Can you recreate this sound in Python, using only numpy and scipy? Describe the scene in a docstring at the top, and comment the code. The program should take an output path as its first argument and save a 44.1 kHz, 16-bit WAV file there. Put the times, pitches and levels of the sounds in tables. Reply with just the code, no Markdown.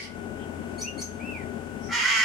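"""A back yard with a cockatoo on a perch. The echo of a scream dies away, a squeak cracks upward into a
soft rising whistle, a second squeak follows, then a soft arched whistle.
A loud harsh scream breaks out: syrinx pulses and rasp ring the throat. Fences and walls answer the bird.
A small motor hums and whines to the left over a low rumble and outdoor hiss."""
import sys
import numpy as np
from scipy import signal
from scipy.fft import rfft, irfft
from scipy.io import wavfile
from scipy.ndimage import map_coordinates

SR = 44100
rng = np.random.default_rng(int(sys.argv[2]) if len(sys.argv) > 2 else 0)


def transcribe(u):
    """Save the signal u as a 16-bit wav file named by the first command-line argument.

    u: samples, shape (n,) or (channels, n), limited to [-1, 1]; the rate is SR.
    q: integer samples, one column per channel.
    """
    v = np.clip(np.atleast_2d(u).T, -1, 1)
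    q = np.round(v * 32767).astype(np.int16)
    wavfile.write(sys.argv[1], SR, q)


N = 99180
T = np.arange(N) / SR
SIDES = np.array([[1], [-1]])  # left, right


def amp(db):
    """Decibels to gain."""
    return 10 ** (np.asarray(db) / 20)


def unit(x):
    """Scale to rms 1."""
    return x / np.sqrt(np.mean(x ** 2) + 1e-20)


def along(points, hz):
    """Read (freq_hz, value) points on a log axis."""
    freqs_hz, values = np.transpose(points)
    return np.interp(np.log(hz + 1), np.log(freqs_hz + 1), values)


def curves(rows):
    """One per-sample curve for each column after time_s."""
    time_s, *columns = np.transpose(rows)
    return [np.interp(T, time_s, column) for column in columns]


def wobble(knots_per_s):
    """Smooth random curve."""
    return map_coordinates(rng.standard_normal(8192), [T * knots_per_s], mode="wrap")


def filtered(x, response):
    """Apply a frequency response."""
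    size = 2 ** 17
    return irfft(rfft(x, size) * response(np.fft.rfftfreq(size, 1 / SR)), size)[..., :N]


def causal(gain):
    """Ringing, minimum-phase response with this gain."""
    cepstrum = irfft(np.log(gain))
    half = len(cepstrum) // 2
    cepstrum[1:half] *= 2
    cepstrum[half + 1:] = 0
    return np.exp(rfft(cepstrum))


def pan(left_db):
    """Stereo gains for a left-minus-right level."""
    return amp(SIDES * left_db / 2)


def rush(spectrum, likeness):
    """Coloured stereo noise, rms 1, with a given left-right correlation."""
    def response(hz):
        angle = np.arccos(np.clip(along(likeness, hz), -1, 1)) / 2
        return amp(along(spectrum, hz)) * [np.cos(angle), np.sin(angle)]
    mid, side = filtered(rng.standard_normal((2, N)), response)
    return unit(np.array([mid + side, mid - side]))


def band(centre_hz, width_hz):
    """Diffuse noise in one resonance."""
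    noise = rng.standard_normal((2, N))
    return unit(filtered(noise, lambda hz: 1 / (1 + ((hz - centre_hz) / width_hz * 2) ** 2)))


def tone(pitch_hz, partials, jitter):
    """Slightly unsteady harmonic tone."""
    phase = 2 * np.pi * np.cumsum(pitch_hz * (1 + jitter * wobble(600))) / SR
    return np.sqrt(2) * sum(amp(db) * np.sin(round(k) * phase) for k, db in partials)


def gate(start_s, end_s, edge_s=.005):
    """Note envelope with linear edges."""
    return np.clip(np.minimum(T - start_s, end_s - T) / edge_s, 0, 1)


def motor():
    """Hum and whine: four lines wavering in level and phase."""
    # motor lines: freq_hz, level_db, left_db
    lines = [(42.6, -64.5, 10), (86.15, -49, 8), (1464.3, -52.5, 12), (1514.4, -63, 19.5)]
    out = np.zeros((2, N))
    for hz, db, left_db in lines:
        gain = amp(db + wobble(8.55)) * pan(left_db)
        out += gain * np.sqrt(2) * np.sin(2 * np.pi * hz * T + .13 * wobble(4.6))
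    return out


def rumble():
    """Low, unsteady noise to the left."""
    # rumble spectrum: freq_hz, gain_db
    spectrum = [(59, -35), (100, -16), (139, -8), (208, -4), (237, 2.5), (268, -5), (350, -8.5),
                (415, -2.5), (490, -20), (528, -11), (768, -14), (1300, -33.5), (1690, -74)]
    # left-right likeness: freq_hz, correlation
    likeness = [(100, 0.19), (300, 1), (550, 0.11), (1200, 0.13)]
    return amp(-41 + wobble(15.19)) * pan(11.5) * rush(spectrum, likeness)


def air():
    """Outdoor hiss, diffuse in the treble."""
    # hiss spectrum: freq_hz, gain_db
    spectrum = [(20, -26), (45, 7.5), (100, 7.5), (1800, -5), (2900, -8.5), (3900, -20), (6000, -17.5),
                (8500, -15.5), (11500, -25), (15500, -31.5)]
    # left-right likeness: freq_hz, correlation
    likeness = [(60, 1), (1000, 0.6), (8000, 0.046)]
    return amp(-47) * pan(2.5) * rush(spectrum, likeness)


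def background(lead_s=.00023):
    """Motor, rumble and hiss, reaching the left microphone first."""
    # background level, low around the screams: time_s, gain_db
    levels = [(0, -6.5), (.135, -2.5), (.16, 0.5), (.76, 2), (.86, -1.5), (.97, 1), (1.06, -1.5),
              (1.2, 1.5), (1.88, 1.5), (1.95, -3.5), (2.04, -9), (2.25, -9)]
    gain_db, = curves(levels)
    bed = amp(gain_db) * (motor() + rumble() + air())
    return filtered(bed, lambda hz: np.exp(1j * np.pi * hz * lead_s * SIDES))


def scream_echo():
    """Resonances of an earlier scream fade in the yard."""
    # resonances: peak_s, rise_s (per 6 dB), fade_db_per_s, centre_hz, width_hz, level_db
    resonances = [(0.0012, 0.0051, 146, 2100, 310, -37.5), (0.04, 0.059, 161, 3030, 680, -47),
                  (0.038, 0.059, 215, 4900, 1840, -41.5), (0.0042, .003, 169, 1135, 30, -48.5),
                  (0.043, 0.066, 200, 9000, 3500, -54.5)]
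    out = np.zeros((2, N))
    for peak_s, rise_s, fade_db_per_s, centre_hz, width_hz, db in resonances:
        drop_db = np.maximum(fade_db_per_s * (T - peak_s), 6 * (peak_s - T) / rise_s)
        out += amp(db - drop_db) * band(centre_hz, width_hz)
    return out


def rasps():
    """Two faint swells of narrow-band noise."""
    # rasps: peak_s, span_s, centre_hz, width_hz, level_db
    swells = [(.425, 0.038, 3100, 503, -53), (1.868, 0.045, 5700, 670, -49)]
    return sum(amp(db) * np.exp(-((T - peak_s) / span_s) ** 2) * band(centre_hz, width_hz)
               for peak_s, span_s, centre_hz, width_hz, db in swells)


def notes(rows, partials, jitter, scoop=0, scoop_s=.002):
    """Short rising notes; each snaps up from below by the share scoop of its pitch."""
    out = np.zeros(N)
    for start_s, length_s, hz, rise_hz_per_s, db in rows:
        age_s = np.clip(T - start_s, 0, length_s)
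        pitch_hz = (hz + rise_hz_per_s * age_s) * (1 - scoop * np.exp(-age_s / scoop_s))
        out += amp(db) * gate(start_s, start_s + length_s) * tone(pitch_hz, partials, jitter)
    return out


def squeaks(crack_delay_s=.002, crack_span_s=.015):
    """Two squeaks: a reedy note, a noisy crack as the voice jumps, a thin peep."""
    # reedy notes and peeps: start_s, length_s, pitch_hz, rise_hz_per_s, level_db
    reeds = [(.779, 0.041, 2210, 1800, -46.5), (.976, 0.043, 2194, 1580, -45.5)]
    peeps = [(0.813, 0.024, 5980, 7300, -33.5), (1.013, 0.032, 6076, 10800, -37)]
    # their partials: harmonic, gain_db
    reed_partials = [(1, -11.5), (2, -1), (3, -9), (4, -9), (5, -17)]
    peep_partials = [(1, -1.5), (2, -25)]
    # crack spectrum: freq_hz, gain_db
    spectrum = [(3500, -11.5), (4500, -3), (5700, -2.5), (7500, -5.5), (12500, -13.5), (13500, -37)]
    bursts = sum(np.exp(-((T - start_s - crack_delay_s) / crack_span_s) ** 2) for start_s, *_ in peeps)
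    noise = unit(filtered(rng.standard_normal(N), lambda hz: amp(along(spectrum, hz))))
    reed = notes(reeds, reed_partials, jitter=.022)
    peep = notes(peeps, peep_partials, jitter=.018, scoop=.35)
    return reed + peep + amp(-45.5) * bursts * noise


def yard(x, wet_db):
    """Direct sound plus scatter from fences and walls."""
    # yard decay: freq_hz, t60_s
    decay = [(300, 0.51), (2500, 0.28)]
    hz, time_s, spectra = signal.stft(rng.standard_normal((2, SR // 2)), SR, nperseg=256)
    fade = amp(-60 * time_s / along(decay, hz)[:, None])
    _, tail = signal.istft(spectra * fade, SR, nperseg=256)
    tail /= np.sqrt(np.mean(abs(rfft(tail)[:, 500:4000]) ** 2))  # unit gain over about 1-8 kHz
    return x + amp(wet_db) * signal.fftconvolve(x[None], tail, axes=1)[:, :N]


def whistles():
    """Two nearly pure glides, one rising, one arched."""
    # glides: time_s, pitch_hz, level_db
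    rising = [(.80, 2110, -62), (.828, 2400, -55), (.854, 2480, -39.5), (.868, 2795, -43.5),
              (.886, 2802, -32), (.906, 2890, -63)]
    arched = [(1.185, 2150, -77), (1.205, 2310, -41.5), (1.24, 2620, -50), (1.272, 2657, -37),
              (1.302, 2663, -36.5), (1.328, 2580, -48.5), (1.358, 2360, -35.5), (1.385, 2100, -47),
              (1.405, 2020, -45.5), (1.435, 1800, -53)]
    # whistle partials: harmonic, gain_db
    partials = [(1, -2), (2, -34), (5, -37), (6, -41)]
    out = np.zeros(N)
    for glide, harmonics in (rising, partials[:2]), (arched, partials):
        pitch_hz, db = curves(glide)
        out += amp(db) * gate(glide[0][0], glide[-1][0]) * tone(pitch_hz, harmonics, jitter=.011)
    return out


def syrinx(jitter=.021, scatter_db=1.5, weak_db=-8, puff_s=.0017, rasp_db=-6):
    """Alternating strong and weak pulses, each with a puff of rasp."""
    # pulse rate: time_s, rate_hz
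    rates = [(1.89, 450), (1.94, 478.1), (1.98, 477.2), (2.04, 394.8), (2.08, 393.7), (2.1, 452.7),
             (2.25, 443.5)]
    rate_hz, = curves(rates)
    cycles = np.cumsum(rate_hz * (1 + jitter * wobble(350))) / SR
    onsets = np.flatnonzero(np.diff(np.floor(cycles)) > 0)
    weak = np.arange(len(onsets)) % 2
    pulses = np.zeros(N)
    pulses[onsets] = amp(scatter_db * rng.standard_normal(N)[:len(onsets)] + weak_db * weak)
    puffs = signal.lfilter([1], [1, -np.exp(-1 / (puff_s * SR))], pulses) * rng.standard_normal(N)
    return unit(pulses) + amp(rasp_db) * unit(puffs)


def opening(hz, start_s=1.872, attack_s=.05, climb_hz_per_s=250000):
    """Scream attack, low registers first."""
    return np.clip((T - start_s - hz / climb_hz_per_s) / attack_s, 0, 1) ** 2


def throat(pulses):
    """Pulses ring the throat; four registers swell separately."""
    # throat response: freq_hz, gain_db
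    formants = [(450, -34), (750, -31), (1090, -17.5), (1450, -18), (1700, -12.5), (1950, 2), (2250, 1),
                (2620, -1.5), (2880, 1.5), (3250, 1.5), (3600, -14), (4050, -20), (4600, -14.5),
                (5350, -9.5), (5900, -22), (6500, -17), (7150, -19), (7650, -32), (8700, -29.5),
                (11500, -42), (15500, -41)]
    # register bounds: edge_hz
    edges_hz = [450, 1700, 2400, 3800, 16000]
    # register gains: time_s, low_db, main_db, upper_db, treble_db
    gains = [(1.894, -29.5, -25.5, -35, -27.5), (1.94, -34.5, -34.5, -31.5, -30.5),
             (1.985, -28, -27.5, -28, -32), (2.02, -34.5, -29.5, -28.5, -30), (2.07, -34.5, -28, -32, -30),
             (2.115, -30, -25, -23.5, -29.5), (2.19, -31, -25.5, -29, -27), (2.25, -28.5, -26.5, -25, -30)]
    voice = filtered(pulses, lambda hz: causal(amp(along(formants, hz))))
    out = np.zeros(N)
    for low_hz, high_hz, db in zip(edges_hz, edges_hz[1:], curves(gains)):
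        part = filtered(voice, lambda hz: 1 / (1 + (low_hz / (hz + 1)) ** 20) / (1 + (hz / high_hz) ** 20))
        out += opening(low_hz) * amp(db) * unit(part)
    return out


def strands(waver=.011):
    """Three wavering tones stand out of the scream's rasp."""
    # strands: time_s, pitch_hz, level_db
    low = [(1.9, 779, -40), (1.95, 925, -49), (2.015, 902.6, -56), (2.04, 1060, -45.5), (2.11, 1143, -41),
           (2.25, 1105, -46)]
    middle = [(1.901, 1338, -36), (2.01, 1490, -42.5), (2.042, 1430, -34.5), (2.066, 1520, -28),
              (2.099, 1530, -30), (2.125, 1550, -43), (2.175, 1530, -32), (2.25, 1497, -32)]
    high = [(1.911, 1990, -38.5), (1.95, 1895, -29), (2.009, 1885, -39.5), (2.061, 1920, -27),
            (2.099, 1990, -45), (2.135, 2045, -26), (2.181, 1990, -29), (2.205, 1935, -24.5),
            (2.25, 1930, -26.5)]
    return opening(0) * sum(amp(db) * tone(hz * (1 + waver * wobble(180)), [(1, 0)], jitter=.026)
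                            for hz, db in map(curves, [low, middle, high]))


def scream(surge_db=1.2):
    """Harsh voice and strands surge unevenly together and ring in the yard."""
    # stereo balance: freq_hz, left_db
    balance = [(1300, 0.5), (2100, -5), (3200, 4.5), (4500, -1.5), (6500, -10), (9000, 4)]
    voice = throat(syrinx())
    tones = strands()
    surges = unit(amp(surge_db * wobble(180)))
    heard = amp(-6.5) * yard(surges * voice, wet_db=2.5) + yard(surges * tones, wet_db=-2)
    return filtered(heard, lambda hz: pan(along(balance, hz)))


def scene():
    """The bird in its yard, background to the left."""
    calls = yard(squeaks(), wet_db=4) + yard(whistles(), wet_db=1)
    return background() + pan(1.5) * calls + scream() + scream_echo() + rasps()


def record(dry):
    """Band limit at 15.7 kHz."""
    return filtered(dry, lambda hz: hz < 15700)


dry = scene()
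out = record(dry)
transcribe(out)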